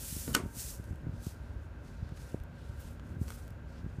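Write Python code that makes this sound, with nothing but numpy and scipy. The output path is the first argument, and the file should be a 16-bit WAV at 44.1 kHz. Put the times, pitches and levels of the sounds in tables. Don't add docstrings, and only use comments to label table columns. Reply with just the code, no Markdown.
import sys
import numpy as np
from scipy import signal
from scipy.fft import rfft, irfft, next_fast_len
from scipy.io import wavfile
from scipy.ndimage import map_coordinates

SR = 44100
rng = np.random.default_rng(int(sys.argv[2]) if len(sys.argv) > 2 else 0)


def unload_audio(sound):
    columns = np.transpose(np.atleast_2d(sound))
    steps = np.round(np.clip(columns, -1, 1) * 32767)
    wavfile.write(sys.argv[1], SR, steps.astype(np.int16))


N = 176400
TOP_HZ = 15400

# time in seconds, level in dB.
STROKE_LEVELS = [
    [(0.0, -46.5), (0.086, -44), (0.19, -44), (0.322, -50), (0.335, -53)],
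    [(0.41, -67), (0.44, -65.5), (0.52, -63), (0.594, -40.5), (0.65, -45.5), (0.704, -46), (0.782, -60),
     (0.8, -69)],
]
# tilt in dB per octave (higher is brighter), rasp in Hz, rasp boost in dB.
STROKE_TONES = [(.1, 2890, 0), (.1, 6570, 2.5)]
def firm_strokes():
    t, out = since(0), np.zeros(N)
    for stroke, tone in zip(STROKE_LEVELS, STROKE_TONES):
        times, db = np.transpose(stroke)
        seconds_outside = np.abs(t - np.clip(t, times[0], times[-1]))
        fade = np.exp(-seconds_outside / 0.02)
        out += amp(np.interp(t, times, db)) * fade * rub(friction(), *tone)
    return out * amp(0.56 * wobble(per_second=220))


def friction(slips_per_second=2500, share=0.22):
    large = (rng.random(N) < slips_per_second / SR) * rng.standard_normal(N)
    tiny = rng.standard_normal(N)
    return np.sqrt(share) * unit(large) + np.sqrt(1 - share) * tiny


# frequency in Hz, level in dB.
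SKIN_TONE = [(1060, -41.5), (1800, -2), (2210, -8.5), (2530, -5), (3140, -7.5), (3990, -6), (5000, -4),
             (5660, -3), (8250, -0.5), (11900, -2), (14600, -4.5), (15300, -6)]
def rub(slips, tilt, rasp_hz, rasp_db):
    def gain(hz):
        octaves_away = np.log2((hz + 1) / rasp_hz)
        rasp = rasp_db * np.exp(-.5 * (octaves_away / 0.37) ** 2)
        return amp(along(SKIN_TONE, hz) + rasp) * tilted(hz, tilt, low_hz=1950)
    return unit(filtered(slips, gain))


# frequency in Hz, level in dB.
CRACK_TONE = [(290, -49.5), (500, -7), (813, -37.5), (1480, 1.5), (2220, -22.5), (2950, 2.5), (3500, -16.5),
              (4340, -5.5), (4870, -13), (7060, -9), (7700, -12.5), (8270, -7.5), (10400, -27),
              (11200, -11.5), (12000, -14.5), (12900, -17), (15300, -24.5)]
# frequency in Hz, level in dB.
ECHO_TONE = [(88, -24), (150, -23.5), (263, -2.5), (338, -6), (518, -11.5), (856, -15.5), (1390, -11),
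             (1790, -23), (1890, -18), (3870, -27.5), (8560, -23.5), (15300, -32.5)]
def knock(start=0.3495):
    t = since(start)
    scrape = amp(-27) * (t < 0) * np.exp(-np.abs(t) / 0.0049)
    crack = amp(-17) * decay(start, fade_seconds=0.021)
    rebound = amp(-35) * decay(start + 0.016, fade_seconds=0.021)
    crack_noise = unit(filtered(noise(CRACK_TONE), lambda hz: tilted(hz, 0, low_hz=910)))
    contact = (scrape + crack + rebound) * crack_noise
    echo = np.pad(room_tail(noise(ECHO_TONE)), (round(start * SR), N))[:N]
    return contact + amp(-26.5) * door_ring(start, fade_scale=0.9) + amp(-30) * echo


# pitch in Hz, level in dB, seconds to fade 60 dB (before fade_scale).
DOOR_NOTES = [(240.7, -11.5, 0.25), (287, -11.5, 0.18), (358.7, -10.5, 0.16), (462.3, -11, 0.24),
              (558, -14, 0.13), (713, -21, .3), (924, -25, 0.86), (1060, -23, 0.18), (1272, -3, 0.11),
              (1410, -9, 0.045), (1484, 3, 0.074), (1856, -14.5, .14), (2070, -17.5, .12), (2200, -14, .13),
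              (2392, -16.5, 0.12), (2800, -4.5, 0.02), (3150, -2.5, 0.021), (3370, -16, .08),
              (4510, -15.5, 0.064), (5782, -22, 0.086), (6830, -13.5, .085), (8330, -20.5, 0.087),
              (11200, -22, .1)]
def door_ring(start, fade_scale):
    t = since(start)
    ringing = (t >= 0) & (t < .5)
    out, t = np.zeros(N), t[ringing]
    for hz, db, fade_seconds in DOOR_NOTES:
        drift = 0.57 * np.interp(t, np.linspace(0, .5, 64), rng.standard_normal(64))
        fade = np.exp(-np.log(1000) * t / (fade_seconds * fade_scale))
        out[ringing] += amp(db) * fade * np.sin(2 * np.pi * hz * t + drift)
    return out


# peak time, rise and fall in seconds, level in dB,
# tilt in dB per octave, rasp in Hz, rasp boost in dB.
LIGHT_BRUSHES = [(.83, .03, 0.1, -68, -5, 3000, -7.5), (1.18, .05, 0.061, -68.5, -7, 4500, 2),
                 (1.262, 0.036, 0.052, -55.5, -2.5, 4440, 2.5), (1.40, 0.081, 0.15, -73, -5.5, 4000, 7),
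                 (1.635, 0.027, 0.028, -75.5, -2.5, 5440, 4), (1.88, 0.037, 0.061, -68, -7.5, 5500, 2),
                 (2.11, 0.19, 0.12, -71, -9, 4330, 7.5), (2.2, 0.032, 0.079, -61, -4.5, 4520, 3.5),
                 (2.31, 0.035, 0.061, -66, -6, 4530, -1), (2.60, 0.052, 0.071, -68, -7.5, 3600, 9.5),
                 (2.67, 0.042, 0.19, -71, -5, 4200, 5), (2.808, .008, 0.011, -61, 10, 4500, -5),
                 (2.855, 0.066, 0.061, -62.5, -4, 2960, 4), (2.915, 0.017, .017, -71, 5.5, 4500, 3),
                 (3.082, 0.034, 0.05, -70.5, -5, 2800, 5), (3.227, 0.019, 0.025, -60.5, 0.5, 4500, 0),
                 (3.3, 0.04, 0.077, -58, -3, 3500, 1), (3.41, 0.051, 0.07, -68, -4, 4500, 0),
                 (3.70, 0.02, .05, -70.5, -6, 4700, 10), (3.785, .04, 0.026, -67, -10.5, 4670, 7),
                 (3.97, 0.11, .04, -73.5, -8.5, 7300, 1)]
def brushes():
    out, slips = np.zeros(N), friction()
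    for peak, rise, fall, db, *tone in LIGHT_BRUSHES:
        t = since(peak)
        swell = np.exp(-.5 * (t / np.where(t < 0, rise, fall)) ** 2)
        out += amp(db) * swell * rub(np.roll(slips, rng.integers(N)), *tone)
    return out * amp(1.4 * wobble(per_second=110))


# start in seconds, strength in dB, tilt in dB per octave.
NAIL_TICKS = [(0.2788, -34.5, -7), (.331, -30, 7), (.808, -49, 0), (.841, -43.5, -1), (.958, -49.5, -1.5),
              (1.229, -46, 0), (1.266, -36, 2), (1.292, -44, 3.5), (2.091, -47, -6), (2.174, -45, -8),
              (2.401, -48, -3.5), (2.4365, -48, 1.5), (2.997, -46, -7.5), (3.2816, -36.5, -4.5),
              (3.288, -40, -2), (3.3041, -31, -3.1), (3.3214, -39.5, -4), (3.344, -42, 11),
              (3.359, -45, 10), (3.479, -44, 0), (3.505, -44.5, 0.5)]
def nail_ticks():
    out = np.zeros(N)
    for start, db, tilt in NAIL_TICKS:
        burst = unit(filtered(rng.standard_normal(N), lambda hz: tilted(hz, tilt, low_hz=1100)))
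        click = amp(-9.5) * decay(start, fade_seconds=0.013) * burst
        ring = amp(-18 - tilt) * door_ring(start, fade_scale=0.26)
        out += amp(db) * (click + ring)
    tail = room_tail(rng.standard_normal(N))
    echo = signal.fftconvolve(out, tail / np.linalg.norm(tail))[:N]
    return out + amp(-13.5) * echo


# time in seconds, push strength in dB, contact time in milliseconds.
HAND_BUMPS = [(0.127, -31, 0.97), (0.167, -29, 0.81), (0.2799, -27.5, 0.41), (0.291, -32, 0.29),
              (0.303, -40, .6), (0.403, -30, .6), (0.438, -28, 0.73), (0.461, -27, 0.52),
              (0.57, -34.5, 1.05), (.798, -33, 0.63), (0.909, -27, 1.2), (0.931, -30.5, 1),
              (1.042, -27, 2.3), (1.069, -24.5, 0.8), (1.076, -32, 0.98), (1.094, -29, 1),
              (1.138, -28.5, 1.7), (1.269, -25, 0.8), (1.564, -30, 2.5), (2.028, -24.5, 1.5),
              (2.122, -31.5, 0.9), (2.3452, -21.5, 0.33), (2.412, -23.5, 3.2), (2.698, -30, 1.94),
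              (2.852, -34.5, 1.8), (3.169, -30.5, 1.05), (3.182, -32, 3.7), (3.2157, -20, 0.99),
              (3.513, -34.5, 1.2), (3.833, -33.5, 1), (3.844, -34, 0.9), (3.864, -29, 0.78),
              (3.986, -27, 1.03)]
def hand_bumps(body_hz=81, resonance=1.1):
    pushes = np.zeros(N)
    for time, db, contact_ms in HAND_BUMPS:
        width_seconds = 2 * contact_ms / 1000
        pushes += amp(db) / (1 + (since(time) / width_seconds) ** 2) ** 2
    body = lambda hz: -hz ** 2 / (body_hz ** 2 - hz ** 2 + 1j * hz * body_hz / resonance)
    flesh = lambda hz: 1 / (1 + (hz / 750) ** 8)
    return amp(2.5) * filtered(pushes, lambda hz: body(hz) * flesh(hz))


# peak time in seconds, rise and fall time in seconds, level in dB.
GRIP_SHIFTS = [(0.307, 0.031, -35), (0.45, 0.022, -42.5), (0.885, 0.038, -50.5), (1.067, 0.089, -47.5),
               (1.52, 0.072, -53.5), (1.868, 0.081, -51), (3.115, 0.12, -47), (3.278, 0.017, -51),
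               (3.841, .05, -48.5)]
# frequency in Hz, level in dB.
GRIP_TONE = [(25, -16.5), (80, 7), (250, -0.5), (450, -12.5), (800, -26.5), (1400, -24.5), (3000, -42),
             (8000, -51)]
def grip_rustle():
    swells = sum(amp(db) * np.exp(-(since(peak) / width) ** 2) for peak, width, db in GRIP_SHIFTS)
    return noise(GRIP_TONE) * swells


# frequency in Hz, seconds to fade 60 dB.
ROOM_FADES = [(200, 0.29), (1200, 0.21), (4000, 0.22), (12000, 0.15)]
def room_tail(sound, build_seconds=0.011):
    hz, t, bands = signal.stft(sound[:SR // 2], SR, nperseg=256)
    fade = np.exp(-np.log(1000) * t / along(ROOM_FADES, hz)[:, None])
    tail = signal.istft(bands * fade, SR, nperseg=256)[1]
    build = 1 - np.exp(-np.arange(len(tail)) / SR / build_seconds)
    return tail * build


# frequency in Hz, level in dB.
RUMBLE_TONE = [(12, -56), (20, -29), (40, -5.5), (64, 3.5), (166, -9.5), (206, -17), (242, -13.5),
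               (264, -20.5), (304, -16.5), (340, -50), (400, -27.5), (520, -67.5), (880, -120)]
AIR_TONE = [(180, -26.5), (300, -6.5), (570, -10), (639, -11.5), (903, -14.5), (1180, -16.5), (1610, -18.5),
            (1990, -21.5), (15300, -53)]
HISS_TONE = [(2500, -24), (4000, 3), (8000, -1), (15000, 0)]
# pitch in Hz, width in Hz, relative level in dB.
ROOM_DRONES = [(236.7, 7.2, -62), (564.3, 60, -67), (931, 55, -73.5), (1414, 120, -70), (1564.5, 82, -68),
               (2620, 130, -82), (6820, 130, -88.5)]
def background():
    rumble = amp(-45.5) * noise(RUMBLE_TONE)
    air = amp(-59.5) * noise(AIR_TONE)
    hiss = amp(-81.5) * noise(HISS_TONE)
    drones = np.zeros(N)
    for pitch, width, db in ROOM_DRONES:
        band = lambda hz: 1 / (1 + 2 * ((hz - pitch) / width) ** 2)
        drones += amp(db) * unit(filtered(rng.standard_normal(N), band))
    return rumble + air + hiss + amp(-0.5) * drones


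def amp(db):
    return 10 ** (np.asarray(db) / 20)


def unit(sound):
    return sound / np.sqrt(np.mean(sound ** 2) + 1e-20)


def along(table, hz):
    frequencies, values = np.transpose(table)
    return np.interp(np.log(hz + 1), np.log(frequencies + 1), values)


def since(moment):
    return np.arange(N) / SR - moment


def decay(start, fade_seconds):
    t = since(start)
    return (t >= 0) * np.exp(-np.log(1000) * np.abs(t) / fade_seconds)


def wobble(per_second):
    points = rng.standard_normal(int(N * per_second / SR) + 4)
    return map_coordinates(points, [np.arange(N) * per_second / SR])


def filtered(sound, gain):
    size = next_fast_len(N + 8192)
    return irfft(rfft(sound, size) * gain(np.fft.rfftfreq(size, 1 / SR)), size)[:N]


def noise(tone):
    return unit(filtered(rng.standard_normal(N), lambda hz: amp(along(tone, hz))))


def tilted(hz, tilt, low_hz):
    slope = amp(tilt * np.log2((hz + 1) / low_hz))
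    low_cut = hz ** 3 / (hz ** 3 + low_hz ** 3)
    return slope * low_cut * (hz < TOP_HZ)


def scene():
    wood = firm_strokes() + knock() + brushes() + nail_ticks()
    mono = wood + hand_bumps() + grip_rustle() + background()
    return np.array([mono, mono])


def record(dry):
    return np.array([filtered(channel, lambda hz: hz < TOP_HZ) for channel in dry])


dry = scene()
out = record(dry)
unload_audio(out)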